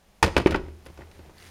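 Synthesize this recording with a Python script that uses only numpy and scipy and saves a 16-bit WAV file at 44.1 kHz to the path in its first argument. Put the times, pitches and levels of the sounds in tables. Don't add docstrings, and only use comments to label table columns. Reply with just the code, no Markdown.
import sys
import numpy as np
from scipy import signal
from scipy.fft import rfft, irfft, next_fast_len
from scipy.io import wavfile
from scipy.ndimage import uniform_filter1d

SR = 44100
rng = np.random.default_rng(int(sys.argv[2]) if len(sys.argv) > 2 else 0)


def transcribe(u):
    v = np.clip(np.atleast_2d(u).T, -1, 1)
    q = np.round(v * 32767).astype(np.int16)
    wavfile.write(sys.argv[1], SR, q)


N = 66150

# start in seconds, level in dB, then
# how hard the ramp, hollow, wall, rim, shell, lip and tick ring, in dB relative to that level.
CONTACTS = [(0.2273, -4, -15.5, -33.5, -29, -6, -4, -8, -11.5),
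            (0.2295, -5, -10.5, -12, -11, -3, -11, -15, -13.5),
            (0.2396, -12, -6, -30, -10.5, -8, -6, -11, -13), (0.245, -12, -9, -7.5, -7, -18, -9, -8, -13.5),
            (0.251, -20, -2, -6, -16, -25, -18, -9, -21), (.262, -20.5, -8, -6, -18, -17, -15, -18, -11),
            (0.27, -22.5, -5.5, -17, -1.5, -19, -9, -13, -24),
            (.279, -22, -10, -10.5, -2, -6, -9, -3, -17.5),
            (.366, -3.5, -14.5, -31, -4.5, -9, -9, -5.5, -21),
            (.3783, -12.5, -15, -11.5, -14, -30, -10, -16, -12.5),
            (0.3829, -17, -1.5, -1.5, -8, -42, -4, -13, -20),
            (.400, -17.5, -5, -9, -1, -28, -12, -12, -19.5), (0.4086, -26, -4, -7, -1, -28, -34, -10, -30),
            (.417, -26, -4, -4.5, -9, -10, -16, -9, -18),
            (.4607, -4, -20.5, 0, -13, -13, -19.5, -12.5, -33.5),
            (.471, -17.5, -18, -8, -10, -1, -6, -6.5, -14.5), (.476, -18, -14, -42, -11, -10, -12, -7, -29),
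            (.492, -25, -11, -4, -18, -6, -23, -18, -32), (0.502, -21, -10, 1, -14, -11, -27, -30, -39),
            (.5085, -23, -19, -16, 0, -12, -11, -8, -7), (.5205, -19, -18, -3.5, -1, -9, -8, -17.5, -24),
            (.526, -20, -4, -15, -8, -34, -10, -9, -23),
            (0.5451, -10.5, -16, -17, -14.5, -13.5, -5, -11, -30.5),
            (.549, -14, -8, 1, -22, -4, -26, -21, -34), (.559, -19.5, -15, -2, -6, -8, -16, -12, -18.5),
            (.576, -25.5, -6.5, -1.5, -11, -26, -36, -20, -35),
            (.597, -30.5, -24, 5, -2.5, -16, -35, -22, -37),
            (0.637, -33.5, -11, -3, -11, -15, -20.5, -26, -42),
            (0.684, -30.5, -12.5, -5.5, -7, -14, -16, -23, -34),
            (0.862, -34, -7, -28, -6, -6.5, -7, -12, -11.5),
            (.866, -36.5, -28, -9, -4.5, -8, -15.5, -16, -17.5),
            (0.886, -41, -3, -2.5, -15, -14, -11.5, -16, -24),
            (.901, -42, -0.5, -3, -9, -14, -22, -14, -17.5),
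            (0.9754, -43, -12, -18, -7, -0.5, -7, -3, -10.5), (0.99, -36, -5, -3, -1, -25, -14, -20, -29),
            (1.008, -39.5, -3, -11, -6, -3, -7, -13, -28),
            (1.0185, -34.5, -15, -9, -13.5, -14, -4.5, -15, -27),
            (1.1141, -43, -16, -20, -23, -15, -12, -6, -9.5),
            (1.193, -38, -9, -5.5, -5.5, -11, -14.5, -16, -27),
            (1.261, -40.5, -3, -14, -15.5, -9, -26, -14, -21),
            (1.295, -39.5, -9, -4, -11, -5.5, -13, -15, -26)]
# pitch in Hz, relative level in dB, t60 in seconds.
RAMP_MODES = [(40, -15, 0.41), (80.7, -2.5, 0.17), (153, 0.5, 0.074), (196, -3, .08)]
HOLLOW_MODES = [(290, -5, 0.013), (362.8, 0.5, 0.046)]
WALL_MODES = [(443, -14, 0.024), (532.7, 0.5, 0.033), (657, -11.5, 0.042)]
RIM_MODES = [(777, -8, 0.024), (883, 1, 0.021), (1074, -8.5, 0.024), (1168, -10.5, 0.026)]
SHELL_MODES = [(1443, 0, 0.022), (1873, 0, .02)]
LIP_MODES = [(2345, -2.5, 0.018), (2561, 0.5, .014), (2930, -4.5, 0.011), (3280, -10, 0.0047)]
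TICK_MODES = [(4185, 4, .005), (4986, 8, 0.0043), (5800, -1, .005), (6680, -1, 0.0017), (8900, 0.5, 0.0036),
              (10200, -14.5, 0.0056)]
# frequency in Hz, relative level in dB.
BUZZ_COLOUR = [(150, -13), (250, -3.5), (655, -7.5), (779, -13), (855, -11), (1280, -9.5), (1410, -12.5),
               (2790, -18), (4000, -27), (5200, -33), (8800, -120)]
FIZZ_COLOUR = [(2060, -5), (3500, -2), (3960, -1), (7380, -10), (7930, -12), (8790, -12.5), (15300, -25.5),
               (16500, -41)]

def ball_knocks():
    out, t = np.zeros(N + SR), np.arange(SR // 2) / SR
    cup_modes = (HOLLOW_MODES, WALL_MODES, RIM_MODES, SHELL_MODES, LIP_MODES, TICK_MODES)
    for start, level_db, ramp_db, *parts_db in CONTACTS:
        shell_db, lip_db, tick_db = parts_db[3:]
        tones = sum(amp(db) * ring(modes, t) for db, modes in zip(parts_db, cup_modes))
        buzz = noise(len(t), BUZZ_COLOUR) * decay(t, db=(shell_db + lip_db) / 2 - 3.5, t60=0.1)
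        crack = decay(t, db=-1.5, t60=0.0044)
        fizz = noise(len(t), FIZZ_COLOUR) * (crack + decay(t, db=-2.5, t60=0.047))
        cup = (tones + amp(tick_db) * fizz) * rise(t, seconds=0.00035)
        boom = amp(ramp_db) * ring(RAMP_MODES, t) * rise(t, seconds=0.0058)
        knock = cup + buzz * rise(t, seconds=0.0025) + boom
        out[round(start * SR):][:len(t)] += amp(level_db) * knock
    return out[:N]


def ring(modes, t, scatter_db=2):
    return sum(decay(t, db + scatter_db * rng.normal(), t60) * np.sin(2 * np.pi * hz * t)
               for hz, db, t60 in modes)


# time in seconds, rumble level in dB, ramp hum level in dB.
ROLL_LEVELS = [(.228, -68.5, -57), (.245, -55, -44), (.33, -42, -47), (.382, -44, -36), (.44, -48, -42),
               (.532, -40.5, -32), (.59, -54, -43), (.69, -54, -41), (.76, -70, -45.5), (.844, -64, -57),
               (.894, -53.5, -44), (.95, -71, -54), (1.0, -49, -49), (1.06, -60, -48.5), (1.13, -63, -58),
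               (1.2, -56, -50.5), (1.37, -61.5, -60.5), (1.5, -57, -51)]
# frequency in Hz, relative level in dB.
ROLL_COLOUR = [(71, -54), (120, 7.5), (144, -11), (361, 2), (567, -7), (1330, -11.5), (1840, -21),
               (2010, -11), (3330, -24), (9000, -35), (11700, -88), (19800, -120)]

def ball_rolling(dimples_per_s=1500, hum_hz=78.3, half_width_hz=6.9):
    roll_db, hum_db = curves(ROLL_LEVELS)
    touches = rng.random(N) < dimples_per_s / SR
    bumps = touches * amp(3.5 * rng.standard_normal(N)) * rng.standard_normal(N)
    hum = signal.hilbert(filtered(rng.standard_normal(N), lambda hz: peak(hz, hum_hz, half_width_hz)))
    hum = hum.real / (np.abs(hum) + 1e-6) ** 0.77
    rumble = coloured(unit(bumps) + rng.standard_normal(N), ROLL_COLOUR)
    return amp(roll_db) * rumble + amp(hum_db) * unit(hum)


# time in seconds, level in dB.
SHUFFLE_LEVELS = [(1.05, -80), (1.11, -78), (1.15, -61), (1.2, -71), (1.33, -81), (1.365, -61),
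                  (1.385, -58), (1.415, -52.5), (1.45, -53), (1.5, -53.5)]
# frequency in Hz, relative level in dB.
SOLE_COLOUR = [(530, -51), (900, -36), (1040, -11), (1130, -11.5), (1990, -1), (2390, -7.5), (4200, -10),
               (7960, -15.5), (9650, -14), (16000, -28)]
# start in seconds, level in dB, pitch in Hz.
GRIT_SNAPS = [(.856, -44, 10600), (0.8695, -41, 10500), (0.943, -51, 11140), (1.383, -39, 4440),
              (1.401, -40, 4400), (1.4256, -40, 4180)]

def shoe_shuffle():
    level_db, = curves(SHUFFLE_LEVELS)
    roughness = 1 + 0.37 * unit(uniform_filter1d(rng.standard_normal(N), size=60))
    out = amp(level_db) * coloured(roughness * rng.standard_normal(N), SOLE_COLOUR)
    t = np.arange(800) / SR
    for start, db, hz in GRIT_SNAPS:
        snap = np.sin(2 * np.pi * hz * t) + 0.54 * noise(len(t), FIZZ_COLOUR)
        out[round(start * SR):][:len(t)] += decay(t, db, t60=0.0044) * snap
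    return out


# frequency in Hz, t60 in seconds.
ROOM_DECAY = [(100, 0.75), (500, 0.47), (2000, 0.34), (6000, 0.53), (14000, 0.27)]

def room_answer(x):
    hz, t, spectrum = signal.stft(rng.standard_normal(SR // 2), SR, nperseg=256)
    fade = decay(t, db=0, t60=along(ROOM_DECAY, hz)[:, None])
    _, tail = signal.istft(spectrum * fade, SR, nperseg=256)
    return signal.fftconvolve(np.pad(x, (300, 0)), tail / np.linalg.norm(tail))[:N]


# frequency in Hz, relative level in dB.
ROOM_TONE_COLOUR = [(15, -8.5), (35, 1), (70, -6.5), (140, -12), (200, -4.5), (240, -14.5), (420, -14.5),
                    (800, -15), (1200, -21), (2750, -24.5), (8000, -30), (15300, -36), (16700, -51)]
# time in seconds, level in dB.
ROOM_TONE_LEVELS = [(0, -60.5), (.3, -58.5), (.6, -59.5), (.9, -55.5), (1.2, -56.5), (1.5, -56)]

def room_tone():
    level_db, = curves(ROOM_TONE_LEVELS)
    return amp(level_db) * noise(N, ROOM_TONE_COLOUR)


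def amp(db):
    return 10 ** (np.asarray(db) / 20)


def unit(x):
    return x / np.sqrt(np.mean(x ** 2) + 1e-20)


def decay(t, db, t60):
    return amp(db - 60 * t / t60)


def rise(t, seconds):
    return 1 - np.exp(-t / seconds)


def peak(hz, centre_hz, half_width_hz):
    return 1 / (1 + ((hz - centre_hz) / half_width_hz) ** 2)


def along(points, hz):
    freqs, values = np.transpose(points)
    return np.interp(np.log(hz + 1), np.log(freqs + 1), values)


def curves(rows):
    times, *columns = np.transpose(rows)
    return [np.interp(np.arange(N) / SR, times, column, left=-120) for column in columns]


def filtered(x, response):
    size = next_fast_len(x.shape[-1] + 8192)
    return irfft(rfft(x, size) * response(np.fft.rfftfreq(size, 1 / SR)), size)[..., :x.shape[-1]]


def coloured(x, colour):
    return unit(filtered(x, lambda hz: amp(along(colour, hz))))


def noise(samples, colour):
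    return coloured(rng.standard_normal(samples), colour)


def scene():
    knocks = ball_knocks()
    return (knocks + amp(-16.5) * room_answer(knocks) + ball_rolling() + shoe_shuffle() + room_tone())[None]


def record(dry):
    return filtered(dry, lambda hz: (1 - 0.6 * peak(hz, centre_hz=7950, half_width_hz=200)) * (hz < 16750))


dry = scene()
out = record(dry)
transcribe(out)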